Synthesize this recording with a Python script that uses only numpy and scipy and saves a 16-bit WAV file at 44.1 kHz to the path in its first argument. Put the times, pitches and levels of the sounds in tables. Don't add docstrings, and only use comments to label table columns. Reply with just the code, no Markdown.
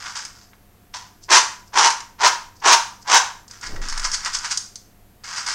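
import sys
import numpy as np
from scipy import signal
from scipy.fft import rfft, irfft
from scipy.io import wavfile
from scipy.ndimage import uniform_filter1d, minimum_filter1d

SR = 44100
rng = np.random.default_rng(int(sys.argv[2]) if len(sys.argv) > 2 else 0)


def log_audio(samples):
    frames = np.atleast_2d(samples).T
    limited = np.clip(frames, -1, 1)
    pcm = np.round(limited * 32767).astype(np.int16)
    wavfile.write(sys.argv[1], SR, pcm)


N = 244314
TIME = np.arange(N) / SR

# (frequency [Hz], level [dB])
ROOM_TONE_SPECTRUM = [(20, 3), (40, -4.5), (100, -9), (220, -12.5), (400, -16.5), (700, -20), (1100, -22.5),
                      (2000, -26.5), (4000, -31.5), (15500, -33.5)]
# (frequency [Hz], level [dB])
HUM_TONES = [(100, -61), (200, -64.5), (715, -70), (12800, -69)]
# (frequency [Hz], level [dB])
WAFT_SPECTRUM = [(10, 4), (16, 4.5), (24, 1.5), (40, -24), (100, -31.5), (300, -40), (2000, -87)]
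# (frequency [Hz], level [dB])
PUFF_SPECTRUM = [(70, -6.0), (280, -10.0), (500, -14), (1200, -20.5), (4000, -44.5)]
# (frequency [Hz], time to fall 60 dB [s])
KITCHEN_DECAY = [(300, 0.31), (1000, 0.43), (3000, 0.37), (6000, 0.36), (12000, 0.42)]

# (time [s], length [s], body level [dB], crust level [dB], growth [dB/s])
RUBS = [(0.0, 0.079, -40.5, -34.5, 39), (0.153, 0.07, -34.5, -26, -130), (0.35, 0.069, -61, -49.5, 10),
        (3.495, 0.065, -51, -43.5, 18), (3.624, .15, -41, -35.5, -72), (3.814, 0.707, -38.5, -34, -4.5),
        (5.234, .15, -41, -34, 59), (5.462, .08, -31, -22.5, 5)]
# (time [s], level [dB])
WALL_SLIDES = [(1.24, -34), (1.68, -45), (2.567, -46), (2.604, -45), (3.025, -38.5)]
# (time [s], level [dB], body offset [dB])
HEAP_SLUMPS = [(0.063, -29, 8.5), (0.17, -21, -10), (3.637, -25.5, 2.5), (3.669, -21.5, -7),
               (3.901, -19, -8), (4.05, -9, -4.5), (4.144, -8.5, -12.5), (4.264, -15, 1), (4.35, -8.5, -10),
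               (4.452, -15, -1.5), (4.519, -9.5, -8.5), (5.378, -17, -21)]
# (time [s], level [dB], body offset [dB])
PIECE_CLICKS = [(0.152, -22.5, 0.5), (0.251, -10.5, -11), (0.533, -51, 19), (2.005, -16, -2),
                (3.48, -23, -33), (3.511, -19.5, -28), (3.612, -19.5, -24), (3.762, -25, 6.5),
                (3.886, -8.5, -16), (3.925, -12.5, -1.5), (3.977, -6, -7.5), (3.996, -9, -7),
                (4.116, -5, -27), (4.248, -6.5, -31), (4.26, -8.5, 2), (4.336, -10.5, -16),
                (4.387, -12, -31), (4.51, -10, -13), (4.574, 1.5, -28), (4.757, -13, -26),
                (5.465, -10, -30), (5.486, -10.5, 1)]
# (frequency [Hz], level [dB])
BODY_SPECTRUM = [(300, -21.5), (400, -16.5), (600, -11), (800, -2), (1050, 6), (1600, 4.5), (2200, -3.5),
                 (2800, -5.5), (3700, -8.5), (4600, -21.5), (9000, -46.5)]
# (frequency [Hz], level [dB])
CRUST_SPECTRUM = [(1500, -51), (2800, -21), (3900, -16), (4500, -4), (5000, 0), (5600, -2), (6200, -2),
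                  (7300, -7.5), (8800, -14), (10000, -22), (12000, -38), (15500, -46.5)]
# (frequency [Hz], level [dB])
HOLLOW_MODES = [(1023, -42), (1211, -58), (1389, -67.5), (1674, -53), (1916, -49.5), (2148, -50)]

# (time [s], gathering time [s], pouring time [s], boom level [dB], clatter level [dB], thud level [dB])
LANDINGS = [(1.274, 0.045, 0.055, -8, -6.5, -14.5), (1.714, 0.06, 0.098, -10.5, -14.5, -18.5),
            (2.175, 0.068, 0.025, -6.5, -12.5, -21.5), (2.609, 0.058, 0.069, -6.5, -13, -18),
            (3.036, 0.097, 0.036, -8, -10.5, -29)]
# (time [s], level [dB])
BOWL_KNOCKS = [(0.943, -18.5), (1.307, -10.5), (1.406, -9.5), (1.74, -23), (1.785, 1.5), (1.903, -1),
               (2.213, -11), (2.276, 1), (2.654, -9), (2.729, 12.5), (3.165, 2)]
# (time [s], level [dB])
CREST_FIZZ = [(1.3344, -26), (1.3794, -30.5), (2.2648, -21.5), (2.2762, -25), (2.7267, -17.5),
              (3.1467, -16.5)]
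# (frequency [Hz], level [dB])
STEEL_MODES = [(753.7, -44), (925.9, -32), (1001, -33), (1394, -41), (1583, -41), (1916, -46), (2406, -46),
               (2929, -45), (3009, -45), (3278, -46), (4011, -47), (4425, -47), (4958, -44), (5389, -44),
               (5733, -42), (6099, -42), (6535, -42), (7203, -46), (8027, -52), (8818, -55)]
# (frequency [Hz], level [dB])
CRASH_SPECTRUM = [(200, -40.5), (270, -30.5), (360, -22), (590, -17), (760, -9), (980, 1.5), (1300, -8.5),
                  (1700, -6), (2400, -11), (4100, -10), (6000, -3.5), (8900, -18.5), (11000, -31.5),
                  (15600, -52.5)]
# (frequency [Hz], level [dB])
BOTTOM_SPECTRUM = [(240, -25), (313, 3), (343, -4), (377, 11), (480, -5.5), (590, -18.5), (1500, -53),
                   (5000, -86)]
# (frequency [Hz], level [dB])
FIZZ_SPECTRUM = [(4000, -18), (10000, -1), (13000, -7.5), (15600, 3)]


def from_db(db):
    return 10 ** (np.asarray(db) / 20)


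def unit_rms(x):
    return x / np.sqrt(np.mean(x ** 2) + 1e-20)


def at_hz(points, hz):
    points = np.array(points)
    return np.interp(np.log(hz), np.log(points[:, 0]), points[:, 1])


def through(x, response):
    return signal.oaconvolve(x, response / np.linalg.norm(response))[:len(x)]


def colour(x, spectrum, size=16384):
    hz = np.maximum(np.fft.rfftfreq(size, 1 / SR), 1)
    gain = from_db(at_hz(spectrum, hz)) * np.minimum(hz / spectrum[0][0], 1) ** 2
    cepstrum = irfft(np.log(gain))[:size // 2]
    cepstrum[1:] *= 2
    return through(x, irfft(np.exp(rfft(cepstrum, size))))


def ring(hz, t60, size):
    t = TIME[:size]
    return np.sin(2 * np.pi * hz * t) * np.exp(-np.log(1000) * t / t60)


def swell(s, db, rise_s, fall_s):
    return from_db(db) * np.exp(np.maximum(np.minimum((TIME - s) / rise_s, (s - TIME) / fall_s), -20))


def envelope(s, rise_s, hold_s, fall_s, growth=1):
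    rise = np.clip((TIME - s) / rise_s, 0, 1) ** growth
    return rise * np.exp(-np.clip((TIME - s - rise_s - hold_s) / fall_s, 0, 20))


def add(track, s, sound):
    at = int(s * SR)
    track[at:at + len(sound)] += sound[:N - at]


def room_tone():
    air = from_db(-53.5) * colour(rng.standard_normal(N), ROOM_TONE_SPECTRUM)
    hum = sum(from_db(db) * np.sqrt(2) * np.sin(2 * np.pi * hz * TIME) for hz, db in HUM_TONES)
    return air + hum


def draught():
    flow = from_db(-22.5) * envelope(3.636, rise_s=0.17, hold_s=0, fall_s=0.21)
    waft = flow * colour(rng.standard_normal(N), WAFT_SPECTRUM)
    front = swell(3.735, db=-38.5, rise_s=0.051, fall_s=0.1)
    return waft + front * colour(rng.standard_normal(N), PUFF_SPECTRUM)


def kitchen_reflections(x, size=22000, spots=5):
    t, tails = TIME[:size], 0
    edges = np.geomspace(125, 16000, 8)
    for low, high in zip(edges, edges[1:]):
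        octave = signal.butter(2, [low, high], "band", fs=SR, output="sos")
        band = signal.sosfilt(octave, rng.standard_normal((spots, size)))
        t60 = at_hz(KITCHEN_DECAY, np.sqrt(low * high))
        tails = tails + band * np.exp(-np.log(1000) * t / t60)
    onset = 1 - np.exp(-t / 0.00067)
    knots = TIME[::512]
    wander = [np.interp(TIME, knots, rng.standard_normal(len(knots))) for _ in range(spots)]
    shares = wander / np.linalg.norm(wander, axis=0)
    return sum(through(x * share, tail * onset) for share, tail in zip(shares, tails))


def collisions(per_s, spread_db, cycles, pitches=10):
    chance = np.clip(per_s / SR, 1e-4, 1)
    strength = unit_rms(from_db(spread_db * np.minimum(rng.exponential(1, N), np.pi)))
    polarity = rng.choice([-1, 1], N)
    clicks = strength * polarity * (rng.random(N) < chance) / np.sqrt(chance)
    piece, rings = rng.integers(0, pitches, N), 0
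    for k, hz in enumerate(np.linspace(1500, 9000, pitches)):
        radius, angle = from_db(-60 * hz / (cycles * SR)), 2 * np.pi * hz / SR
        drive = [0, 2 * np.sqrt(1 - radius) * np.sin(angle)]
        feedback = [1, -2 * radius * np.cos(angle), radius ** 2]
        rings = rings + signal.lfilter(drive, feedback, clicks * (piece == k) + 1e-18)
    return (2 * clicks + rings) / np.sqrt(5)


def chatter(decay_s, first_db, size=1024):
    force = rng.choice([-1, 1], size) * np.exp(-TIME[:size] / decay_s)
    force[0] *= from_db(first_db)
    return force / np.linalg.norm(force)


def rubbing():
    body = 0
    crust = sum(swell(s, db, rise_s=0.009, fall_s=0.01) for s, db in WALL_SLIDES)
    for s, length_s, body_db, crust_db, db_per_s in RUBS:
        trend = from_db(db_per_s * np.clip(TIME - s, 0, length_s))
        effort = trend * envelope(s, rise_s=0.0026, hold_s=length_s, fall_s=0.063)
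        body = body + from_db(body_db) * effort
        crust = crust + from_db(crust_db) * effort
    body, crust = from_db(-2) * body, from_db(-8) * crust
    for s, db, body_db in HEAP_SLUMPS:
        slump = swell(s, db, rise_s=0.0108, fall_s=0.016)
        body = np.hypot(body, slump * from_db(body_db - 11.5))
        crust = np.hypot(crust, slump * from_db(-12))
    return body, crust


def rustling():
    body_gain, crust_gain = rubbing()
    contacts = collisions(per_s=1100 + 18000 * crust_gain, spread_db=-0.5, cycles=12)
    body, crust = body_gain * contacts, crust_gain * contacts
    for s, db, body_db in PIECE_CLICKS:
        force = from_db(db) * chatter(decay_s=0.0055, first_db=11.5)
        add(body, s, from_db(body_db + 9) * force)
        add(crust, s, from_db(6.5) * force)
    notes = sum(from_db(db) * ring(hz, t60=0.079, size=4096) for hz, db in HOLLOW_MODES)
    hollow = from_db(-8.5) * through(body, notes)
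    return from_db(-2) * colour(body, BODY_SPECTRUM) + hollow + colour(crust, CRUST_SPECTRUM)


def landing(s, gather_s, pour_s, growth, fall_s, tail_db, tail_fall_s=0.1, fade_out_s=0.14):
    bulk = envelope(s, gather_s, pour_s, fall_s, growth)
    tail_fade = np.clip(1 - (TIME - s - gather_s - pour_s) / fade_out_s, 0, 1)
    tail = from_db(tail_db) * tail_fade * envelope(s, gather_s, pour_s, tail_fall_s, growth)
    return np.maximum(bulk, tail)


def heap_force(lift_s=0.94, lag_s=0.008):
    jolt = swell(lift_s, db=0, rise_s=0.002, fall_s=0.055)
    boom, clatter = from_db(-33.5) * jolt, from_db(-32) * jolt
    for s, gather_s, pour_s, boom_db, clatter_db, _ in LANDINGS:
        early = landing(s, gather_s, pour_s, growth=2.2, fall_s=0.014, tail_db=-21)
        late = landing(s + lag_s, gather_s, pour_s, growth=2.6, fall_s=0.0086, tail_db=-28.5)
        boom = boom + from_db(boom_db) * early
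        clatter = clatter + from_db(clatter_db) * late
    contacts = collisions(per_s=1500 + 7000 * clatter, spread_db=4, cycles=5.44)
    slow = signal.sosfilt(signal.butter(1, 1300, fs=SR, output="sos"), contacts)
    force = from_db(-2) * boom * slow + from_db(-1) * clatter * (contacts - slow)
    for s, db in BOWL_KNOCKS:
        add(force, s, from_db(db + 9) * chatter(decay_s=0.016, first_db=5))
    return force


def steel_ring(force):
    lowest_hz, modes = STEEL_MODES[0][0], 0
    for k, (hz, db) in enumerate(STEEL_MODES):
        t60 = 0.09 * (hz / lowest_hz) ** -0.15
        modes = modes + (-1) ** k * from_db(db) * ring(hz, t60, size=12000)
    return through(force, modes)


def bottom_thud(gathered_share=0.85):
    weight = sum(swell(s + gathered_share * gather_s, thud_db, rise_s=0.0097, fall_s=0.034)
                 for s, gather_s, *_, thud_db in LANDINGS)
    return colour(weight * rng.standard_normal(N), BOTTOM_SPECTRUM)


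def crest_fizz():
    bursts = sum(swell(s, db, rise_s=0.0043, fall_s=0.008) for s, db in CREST_FIZZ)
    spikes = unit_rms(rng.standard_normal(N) ** 3)
    return colour(bursts * spikes, FIZZ_SPECTRUM)


def tossing():
    crash = from_db(-1.5) * colour(heap_force(), CRASH_SPECTRUM)
    wall = from_db(-8.5) * steel_ring(heap_force())
    return crash + wall + from_db(-11) * bottom_thud() + from_db(-9.5) * crest_fizz()


def scene():
    snacks = tossing() + rustling()
    reflections = from_db(-7.5) * kitchen_reflections(snacks)
    return (snacks + reflections + room_tone() + draught())[None]


def record(dry):
    ceiling, window_samples, cutoff_hz = 0.95, 48, 15800
    allowed = 1 / np.maximum(np.abs(dry) / ceiling, 1)
    gain = uniform_filter1d(minimum_filter1d(allowed, window_samples), window_samples)
    return signal.sosfilt(signal.ellip(12, 0.1, 90, cutoff_hz, fs=SR, output="sos"), dry * gain)


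dry = scene()
out = record(dry)
log_audio(out)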